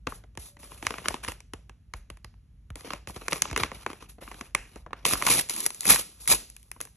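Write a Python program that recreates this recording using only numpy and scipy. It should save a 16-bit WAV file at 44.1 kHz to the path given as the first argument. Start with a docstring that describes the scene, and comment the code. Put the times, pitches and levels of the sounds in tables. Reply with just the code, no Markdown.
"""Over a faint low rumble two hands tap, turn, pinch and tear open a stuffed paper packet.
It lies close to a phone in a small bare room. Snaps are jolts of noise ringing through tuned filters;
sliding and tearing are noise broken into tiny bursts, and pushed air is a short, sagging low wave.
The walls answer with soft noise that fades, the rumble fills the pauses, and one faint tone sounds early on.
"""
import sys
import numpy as np
from scipy import signal
from scipy.fft import rfft, irfft, next_fast_len
from scipy.io import wavfile
from scipy.ndimage import uniform_filter1d

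SR = 44100
rng = np.random.default_rng(int(sys.argv[2]) if len(sys.argv) > 2 else 0)


def transcribe(u):
    """Save the signal u as a 16-bit wav file named by the first command-line argument.

    u: samples, shape (n,) or (channels, n), limited to [-1, 1]; the rate is SR.
    q: integer samples, one column per channel.
    """
    v = np.clip(np.atleast_2d(u).T, -1, 1)
    q = np.round(v * 32767).astype(np.int16)
    wavfile.write(sys.argv[1], SR, q)


N = 306936  # length in samples, about 7 s


def amp(db):
    """Turn a level in dB into a plain multiplier."""
    return 10 ** (np.asarray(db) / 20)


def unit(x):
    """Scale x to an average strength (rms) of 1."""
    return x / np.sqrt(np.mean(x ** 2) + 1e-20)


def along(points, hz):
    """Read a curve of (f/Hz, value) points at the pitches hz, on a log pitch axis."""
    f, value = np.transpose(points)
    return np.interp(np.log(hz + 1), np.log(f + 1), value)


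def level_over_time(points):
    """Multiplier per sample from (t/s, level/dB) points; practically silent outside them."""
    t, db = np.transpose(points)
    return amp(np.interp(np.arange(N) / SR, t, db, left=-120, right=-120))


def filtered(x, response):
    """Change the strength and phase of each pitch in x by response(hz)."""
    size = next_fast_len(N + SR // 2)  # spare room so that the end does not wrap to the start
    hz = np.fft.rfftfreq(size, 1 / SR)
    return irfft(rfft(x, size) * response(hz), size)[..., :N]


def coloured(x, spectrum):
    """Shape x by (f/Hz, level/dB) points, then scale it to rms 1."""
    return unit(filtered(x, lambda hz: amp(along(spectrum, hz))))


# How loud the low rumble is: t/s, level/dB
RUMBLE_LEVEL = [(0.0, -53), (0.48, -54), (5.46, -53.5), (5.62, -63), (6.96, -55.5)]
# Balance of pitches in the rumble: f/Hz, relative level/dB per Hz
RUMBLE_COLOUR = [(25, -53.5), (40, -1.5), (52, 9), (70, -3.5), (100, -5), (200, -16.5), (500, -43),
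                 (900, -78.5)]
# Balance of pitches in the air and circuit hiss: f/Hz, relative level/dB per Hz
HISS_COLOUR = [(200, -5.5), (700, -10), (3000, -13.5), (8000, -22), (12000, -25)]
# A faint soft tone: start t/s, length/s, f/Hz, level/dB
SOFT_TONE = (0.465, 0.5, 576, -66)


def background():
    """Noise shaped into a wavering low rumble and a faint hiss, plus one brief sine tone."""
    start, length, hz, db = SOFT_TONE
    t = np.arange(N) / SR - start
    arch = np.sqrt(np.abs(np.sin(np.pi * np.clip(t / length, 0, 1))))  # rises and falls once
    tone = amp(db) * arch * np.sin(2 * np.pi * hz * t)
    rumble = level_over_time(RUMBLE_LEVEL) * coloured(rng.standard_normal((2, N)), RUMBLE_COLOUR)
    hiss = amp(-80.5) * coloured(rng.standard_normal((2, N)), HISS_COLOUR)
    return rumble + tone * [[1], [0]] + hiss  # the tone is on the first path only


CREAK_S, KICK = 0.0018, 2.03  # length of the creak before a crease gives way; jolt over the shaking
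SMALL_DB, SMALL_FOLLOWS = 3.5, 0.4  # small panel over the middle one; its share of the brightness
PANEL_SCATTER = 0.081  # no two creases shake panels of quite the same size
TORN_S = 5.5  # from this time the torn edge replaces the crack panel

# Creases buckling and fingertips landing: t/s, middle panel peak level/dB,
# crack panel over middle/dB (brightness), large panel over middle/dB
CREASES = [(0.068, -36, 5.5, 7), (0.07, -21.5, -11, -5.5), (0.121, -30, -65, -9), (0.237, -51, -10, 2),
           (0.351, -58, 5.5, 2), (0.373, -37.5, 9, 0), (0.567, -48, -7, -4), (0.63, -47, 1, 1),
           (0.717, -40, -30.5, -5), (0.825, -33.5, -0.5, -3), (0.866, -18, 0.5, -17), (0.905, -25, -6, -6),
           (0.939, -28, -12.5, -9.5), (0.982, -31.5, -4.5, -3), (1.042, -43.5, -2.5, -11),
           (1.056, -25, -5.5, -5), (1.0827, -24.5, 14, -3.5), (1.105, -33, -29, 4),
           (1.141, -25.5, -5, -3.5), (1.165, -43.5, -9, -18), (1.236, -39, 7, -11),
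           (1.246, -37.5, 10.5, -6), (1.265, -42, -21, -12), (1.278, -36, 6, -8), (1.283, -30.5, 7, -1),
           (1.318, -37.5, 8.5, -11), (1.403, -52, 14.5, -6), (1.534, -35, 3.5, 4), (1.694, -45.5, 3, 0),
           (1.936, -32.5, 1.5, -5), (2.1, -39.5, 4, 1), (2.17, -53.5, 5, -4), (2.244, -42, 4.5, -5.5),
           (2.339, -59, -10, -5), (2.702, -42.5, 0, -5), (2.755, -48.5, 19.5, 9.5), (2.807, -50, 11.5, -9),
           (2.845, -49, -24, 15), (2.904, -26.5, -7, -8.5), (2.933, -28, 0, -2.5), (3.072, -37.5, 7, 0.5),
           (3.096, -36.5, -23, -1.5), (3.161, -41, 5, 8.5), (3.216, -42, -7, 2.5), (3.281, -24.5, 6.5, -4),
           (3.321, -27, 3, 3), (3.329, -24, 8, -6), (3.357, -35, 2, 0.5), (3.419, -28, 21.5, -6),
           (3.453, -27, -14, -6.5), (3.498, -45, 3, 4), (3.511, -43, 13, 6), (3.528, -32.5, -2, 0),
           (3.561, -20.5, 1.5, -11), (3.575, -29, 13, 4), (3.598, -34, -8, -2.5), (3.618, -40.5, -6, 3),
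           (3.633, -17.5, 0, -10), (3.715, -31, -8, -4.5), (3.862, -21.5, -10.5, -6.5), (3.9, -39, -12, 4),
           (3.912, -42, -7, 0), (3.93, -38, -1, 0.5), (4.024, -39.5, -25, -4), (4.182, -62, -14, 20),
           (4.22, -46, -27.5, 8.5), (4.276, -35.5, -26, -7.5), (4.313, -37, -3, -4),
           (4.318, -41.5, -3.5, -14), (4.342, -44.5, 2, 0), (4.409, -32.5, -1, -2), (4.548, -18.5, 8, -9.5),
           (4.757, -46.5, 7, 11), (4.862, -35.5, -66.5, -1.5), (4.906, -44.5, -32.5, -0.5),
           (4.93, -24, -22, -10.5), (5.051, -17, 5, -39), (5.108, -26, -6.5, -12.5), (5.133, -20, -5, -3.5),
           (5.153, -25, -20, -12), (5.214, -28.5, -13, -13), (5.222, -20.5, -0.5, -9),
           (5.265, -22, 12.5, -7.5), (5.272, -15.5, -20, -27), (5.286, -21, 1.5, -25),
           (5.306, -30, -22, -8), (5.487, -51, 21, -16), (5.495, -41, 23.5, -11), (5.513, -51.5, 26, -20),
           (5.538, -50.5, 21, -11), (5.562, -50, 26, -15), (5.603, -54, 38.5, -12), (5.615, -53, 22.5, -9),
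           (5.655, -52.5, 30, -10), (5.662, -36, 28.5, 3.5), (5.703, -36.5, 12, -8), (5.745, -67.5, 39, -8),
           (5.806, -66.5, 50, -11), (5.831, -48.5, 19, -21), (5.853, -36.5, 19.5, 4),
           (5.889, -31.5, 12.5, -1.5), (5.896, -25.5, 14, -1.5), (5.905, -22, 21, -14.5),
           (5.918, -31, 17.5, -10.5), (5.934, -29, 11, 2), (5.958, -26, 8, -12), (6.255, -53, 15, -19),
           (6.275, -37, 26.5, -27), (6.335, -26, -7, -6.5), (6.499, -72, 37.5, -22),
           (6.564, -56.5, 22, -35), (6.628, -70.5, 29, -22), (6.714, -45, 20, -6.5),
           (6.762, -46.5, -38, -2.5), (6.803, -41, 10, 0), (6.811, -48, 27, -3), (6.851, -64, 30.5, 15.5),
           (6.871, -51.5, -1, -8)]
# Panels in the order middle, small, crack, large: typical f/Hz, sharpness, t/s for shaking to drop 60 dB
PANEL_SIZES = [(1078, 2.7, 0.0062), (2217, 1.34, 0.015), (5900, 1.07, 0.012), (310, 0.48, 0.044)]
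# The loose edge of the torn sheet, cracking brighter: typical f/Hz, sharpness, t/s to drop 60 dB
TORN_EDGE = (8000, 0.94, 0.012)


def snaps():
    """Each snap creaks in softly, then shakes panels of several sizes; small ones build up first."""
    out = np.zeros((2, N + SR))
    t = np.arange(SR // 25) / SR
    creak = np.clip(t / CREAK_S, 0, 1) ** 3
    for start, db, bright_db, large_db in CREASES:
        middle, small, crack, large = PANEL_SIZES
        panels = [middle, small, crack if start < TORN_S else TORN_EDGE, large]
        parts_db = [0, SMALL_DB + SMALL_FOLLOWS * bright_db, bright_db, large_db]
        first = round(start * SR)
        for (hz, sharp, t60), part_db in zip(panels, parts_db):
            build_up = 1 - np.exp(-t * hz / 0.47)
            shake = rng.standard_normal((2, len(t))) * creak * amp(-60 * t / t60) * build_up
            shake[:, round(CREAK_S * SR)] += KICK * rng.choice([-1, 1], size=2)  # the instant of buckling
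            scatter = np.exp(PANEL_SCATTER * np.clip(rng.standard_normal(), -2, 2))
            b, a = signal.iirpeak(hz * scatter, sharp, fs=SR)
            ring = signal.lfilter(b, a, signal.lfilter(b, a, shake))
            ring = ring / np.abs(ring).max(axis=1, keepdims=True)
            out[:, first:first + len(t)] += amp(db + part_db) * ring
    return out[:, :N]


# How slowly the room falls silent: f/Hz, t/s for the echo to drop 60 dB
ROOM_FADE = [(150, 0.6), (1000, 0.29), (5000, 0.44), (12000, 0.32)]


def walls(x):
    """The room's blurred answer: power in each band builds after a gap, then dies at its own speed."""
    hz, t, bands = signal.stft(x[0], SR, nperseg=256)
    power = uniform_filter1d(np.abs(bands) ** 2, size=7, axis=0)  # many directions blur the fine colour
    lag = t[:200]
    build_up = (1 - np.exp(-(lag / 0.0025) ** 2)) ** 2
    fade = amp(-2 * 60 * lag / along(ROOM_FADE, hz)[:, None])  # doubled because this is power
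    tail = build_up * fade
    tail = tail / tail.sum(axis=1).mean()
    echo_power = np.abs(signal.fftconvolve(power, tail, axes=1)[:, :len(t)])
    noise = signal.stft(rng.standard_normal((2, N)), SR, nperseg=256)[2]
    noise = noise / np.sqrt(np.mean(np.abs(noise) ** 2))
    return signal.istft(np.sqrt(echo_power) * noise, SR, nperseg=256)[1][:, :N]


# The packet's face pushes air at the microphone ports: t/s, level/dB before the swell and fade
AIR_PUSHES = [(0.07, -33.5), (0.373, -37), (0.866, -35), (1.085, -35), (1.278, -31), (1.535, -36.5),
              (1.938, -33.5), (2.107, -38.5), (2.244, -38), (2.704, -31), (3.073, -34.5), (3.162, -37.5),
              (3.514, -27), (3.607, -30), (4.545, -40), (5.132, -32.5), (5.898, -29.5), (6.322, -32)]


def puffs():
    """A few slow cycles of pushed air, quick at first, then sagging in pitch; no two quite alike."""
    out = np.zeros(N + SR)
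    t = np.arange(SR // 5) / SR
    cycles = 50 * t + 1.4 * (1 - np.exp(-t / 0.009))
    swell = 1 - np.exp(-t / 0.0072)
    stretches = np.exp(0.16 * rng.standard_normal(len(AIR_PUSHES)))  # speeds up or slows each puff
    for (start, db), stretch in zip(AIR_PUSHES, stretches):
        fade = amp(db - 60 * stretch * t / 0.23)
        first = round(start * SR)
        out[first:first + len(t)] += fade * np.sin(2 * np.pi * stretch * cycles) * swell
    return out[:N]


def grains(rate, spread_db, life, rise=1e-5):
    """Loudness curve of random bursts, rate a second, each swelling in rise and dying in life seconds."""
    sizes = amp(spread_db * np.clip(rng.standard_normal(N), -2, 2))
    kicks = (rng.random(N) < rate / SR) * sizes
    swells = signal.lfilter([1], [1, -np.exp(-1 / (rise * SR))], kicks)
    return unit(signal.lfilter([1], [1, -np.exp(-1 / (life * SR))], swells))


def crinkles(count, centre_hz, cycles):
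    """Tiny buckles scattered over time on both paths, each ringing a few cycles at its own pitch."""
    when, detune = rng.random(count), rng.random((2, count, 1))
    spread, size = rng.standard_normal((2, count, 1))
    hz = centre_hz * np.exp(0.7 * spread)
    k = np.arange(240)  # samples in each ring
    turns = hz * k / SR
    fade = amp(1.1 * np.clip(size, -2, 2)) * np.exp(-turns / cycles)
    rings = fade * np.sin(2 * np.pi * turns * (1 + 0.045 * detune))  # the paths differ a little in pitch
    spots = ((when * N).astype(int)[:, None] + k).ravel()
    return unit(np.array([np.bincount(spots, ring.ravel(), N + 240)[:N] for ring in rings]))


FLEX_DB = 5  # most that the bending sheet lifts or dips a pitch


def flexing(x):
    """The bending sheet shifts its favoured pitches, in patches some hundred Hz and tens of ms wide."""
    bands = signal.stft(x, nperseg=256)[2]
    wander = uniform_filter1d(rng.standard_normal(bands.shape[1:]), size=2, axis=0)  # across pitch
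    wander = uniform_filter1d(wander, size=9, axis=1)  # across time
    return signal.istft(bands * amp(FLEX_DB * np.tanh(unit(wander))), nperseg=256)[1][:, :N]


# Balance of pitches in the packet's body: f/Hz, relative level/dB per Hz
PACKET_COLOUR = [(60, -17.5), (250, -11.5), (450, -14.5), (780, -17), (1200, -11.5), (1550, -21),
                 (2500, -13), (4000, -21), (6000, -22), (9000, -66)]
# Balance of pitches in the paper fibres: f/Hz, relative level/dB per Hz
FIBRE_COLOUR = [(1500, -74.5), (3500, 0), (5000, -1), (7000, -1), (9000, -0.5), (16000, -3.5)]


def crackle(body_gain, fibre_gain, bursts, buckles, steady):
    """The same bursts shake the packet (low) and its fibres (high); fibres also hiss steadily."""
    low_noise, high_noise = rng.standard_normal((2, 2, N))  # two unrelated paths each
    low = coloured(flexing(bursts * low_noise), PACKET_COLOUR)
    high = coloured((bursts + steady) * high_noise, FIBRE_COLOUR)
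    return body_gain * unit(low + buckles) + fibre_gain * high


ATTACK_S = 0.012  # every stroke swells in over this time
SAG_DB_PER_S, RELEASE_DB_PER_S = 15.5, 353.5  # slow sag, and the extra drop once it lets go


def strokes(rows):
    """Body and hiss loudness: each sliding stroke swells in, sags while it lasts, then lets go."""
    out = np.zeros((2, N))
    for start, length, *levels_db in rows:
        first = round(start * SR)
        t = np.arange(min(N - first, SR)) / SR
        fall_db = -SAG_DB_PER_S * t - RELEASE_DB_PER_S * np.clip(t - length, 0, None)
        shape = np.clip(t / ATTACK_S, 0, 1) * amp(fall_db)
        out[:, first:first + len(t)] += amp(levels_db)[:, None] * shape
    return out


# Fingers and paper sliding: start t/s, length/s, body level/dB, fine hiss level/dB (before swell and sag)
SLIDES = [(.08, 0.079, -61, -55), (.385, 0.1, -59.5, -52), (.588, 0.23, -57, -56.5), (.82, 0.32, -48, -54),
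          (1.05, 0.11, -53.5, -59), (1.228, 0.014, -43, -45.5), (1.28, 0.033, -49, -52),
          (1.95, 0.024, -71, -62.5), (2.76, 0.059, -55, -56.5), (2.84, 0.11, -47.5, -57.5),
          (3.075, 0.022, -49, -49.5), (3.135, 0.14, -53.5, -58), (3.3, 0.077, -45, -44.5),
          (3.42, 0.12, -47, -85), (3.563, 0.072, -35.5, -44.5), (3.72, 0.11, -52.5, -58),
          (3.865, 0.11, -56, -62.5), (4.005, 0.025, -51, -61), (4.085, 0.019, -62, -55.5),
          (4.205, 0.26, -55.5, -58.5), (4.56, 0.24, -62, -66.5), (4.96, 0.57, -60, -73.5),
          (5.72, 0.3, -59.5, -53), (6.05, 0.19, -64.5, -61), (6.2, 0.079, -64, -52.5),
          (6.37, 0.08, -63.5, -66.5), (6.48, 0.51, -73, -67.5), (6.81, 0.016, -61.5, -54.5)]


def rustle():
    """Sliding hiss, roughened by small creases that give way in clumps."""
    body, fine = strokes(SLIDES)
    slow = grains(90, spread_db=2.5, life=0.004, rise=0.001)
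    quick = grains(360, spread_db=2.5, life=0.0015)
    clumps = unit(0.4 + 0.9 * slow + 0.3 * quick)
    rough = body / (body + 0.39 * fine + 1e-9)  # strokes that are mostly hiss slide smoothly
    bursts = 1 + rough * (clumps - 1)
    buckles = 0.57 * crinkles(count=700, centre_hz=978, cycles=0.59)
    return crackle(body, fine, bursts, buckles, steady=0.76)


RIP_BODY_DB, OPENS_DB_PER_S, OPEN_DB = -2, 7, -7  # body over hiss: start, fall per second, lowest

# The rip running through the sheet, one list for each pull: t/s, fibre hiss level/dB
PULLS = [
    [(5.05, -26), (5.085, -31.5), (5.098, -37.5), (5.112, -32.5), (5.138, -26), (5.152, -38), (5.174, -40),
     (5.2, -44), (5.234, -35.5), (5.264, -40)],
    [(5.265, -27.5), (5.329, -23), (5.355, -26), (5.38, -28), (5.41, -31), (5.425, -51), (5.485, -64)],
    [(5.49, -72), (5.5, -38.5), (5.535, -39.5), (5.59, -38), (5.62, -40.5), (5.668, -42), (5.677, -48)],
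    [(5.815, -49), (5.855, -36), (5.897, -19.5), (5.935, -23), (5.967, -32.5), (6.012, -35), (6.05, -68)],
    [(6.275, -36.5), (6.282, -21), (6.293, -28), (6.305, -24), (6.324, -19), (6.37, -48.5)],
]


def tears():
    """The rip slips about 100 times a second over parting fibres; the packet booms less as it opens."""
    hiss = sum(level_over_time(pull) for pull in PULLS)
    since = np.arange(N) / SR - PULLS[0][0][0]  # seconds from the first pull
    body = hiss * amp(np.clip(RIP_BODY_DB - OPENS_DB_PER_S * since, OPEN_DB, RIP_BODY_DB))
    slips = grains(100, spread_db=0.5, life=0.0065)
    fibres = grains(750, spread_db=3, life=0.00098)
    buckles = 0.066 * crinkles(count=1500, centre_hz=1890, cycles=11.0)
    return crackle(body, hiss, 0.41 + 0.77 * slips + 0.5 * fibres, buckles, steady=0.039)


# How alike the two ports hear each pitch: f/Hz, likeness (1 = the same)
LIKENESS = [(150, 0.99), (400, 0.88), (750, 0.63), (1900, 0.97), (2700, 0.9), (3600, 0.35), (6000, 1),
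            (7000, 0.92), (9500, 1), (11600, 0.71), (12500, 0.93)]
# Level of the left port over the right: f/Hz, level/dB
LEFT_LOUDER = [(150, -0.5), (380, 2), (1300, 0.3), (3500, -2), (8000, 0)]
# How far the left port leads the right: f/Hz, phase/radians
LEFT_LEADS = [(300, 0), (750, -.3), (1400, -.2), (2000, .15), (3200, .8), (4400, 1.8), (5000, 4),
              (5600, 5.9), (6200, 6.5), (8000, 8.7), (9200, 9.4), (10400, 10.5), (12200, 12.6)]


def ports(paths):
    """One path reaches both microphone ports alike, the other in opposition; level and phase differ."""
    def mix(hz):
        turn = np.arccos(np.clip(along(LIKENESS, hz), 0, 0.997)) / 2
        return np.array([np.cos(turn), np.sin(turn)])

    def differ(hz):  # half of each difference goes to either port
        level = amp(np.outer([0.5, -0.5], along(LEFT_LOUDER, hz)))
        return level * np.exp(0.5j * np.outer([1, -1], along(LEFT_LEADS, hz)))

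    common, apart = filtered(paths, mix)
    return filtered(np.array([common + apart, common - apart]), differ)


def scene():
    """The paper, its echo, pushed air and the room's floor, as both ports hear them."""
    floor = background()
    paper = snaps() + rustle() + tears()
    echo = amp(-15.5) * walls(paper)
    air = puffs() * [[1], [0]]  # slow pressure is on the path that reaches both ports alike
    return ports(floor + paper + echo + air)


LOW_CUT_HZ, TOP_HZ = 24, 16400  # bass is cut around the first; nothing is kept above the second

# Treble colour of the whole sound, a peak near 10.5 kHz, then a steep fall: f/Hz, level/dB
TREBLE_COLOUR = [(5500, 2), (8500, 5.5), (9600, 8.5), (10500, 15.5), (11400, 8), (12300, -1.5),
                 (13400, -11), (14200, -47), (16000, -58.5)]


def record(dry):
    """Cut the deepest bass, colour the treble, round off loud peaks, limit the band."""
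    def tone_balance(hz):
        bass_cut = (1j * hz / (LOW_CUT_HZ + 1j * hz)) ** 2
        return amp(along(TREBLE_COLOUR, hz)) * bass_cut

    heard = filtered(dry, tone_balance)
    rounded = heard / (1 + np.abs(heard / 0.9) ** 4) ** (1 / 4)  # never passes 0.9
    return filtered(rounded, lambda hz: hz < TOP_HZ)


dry = scene()
out = record(dry)
transcribe(out)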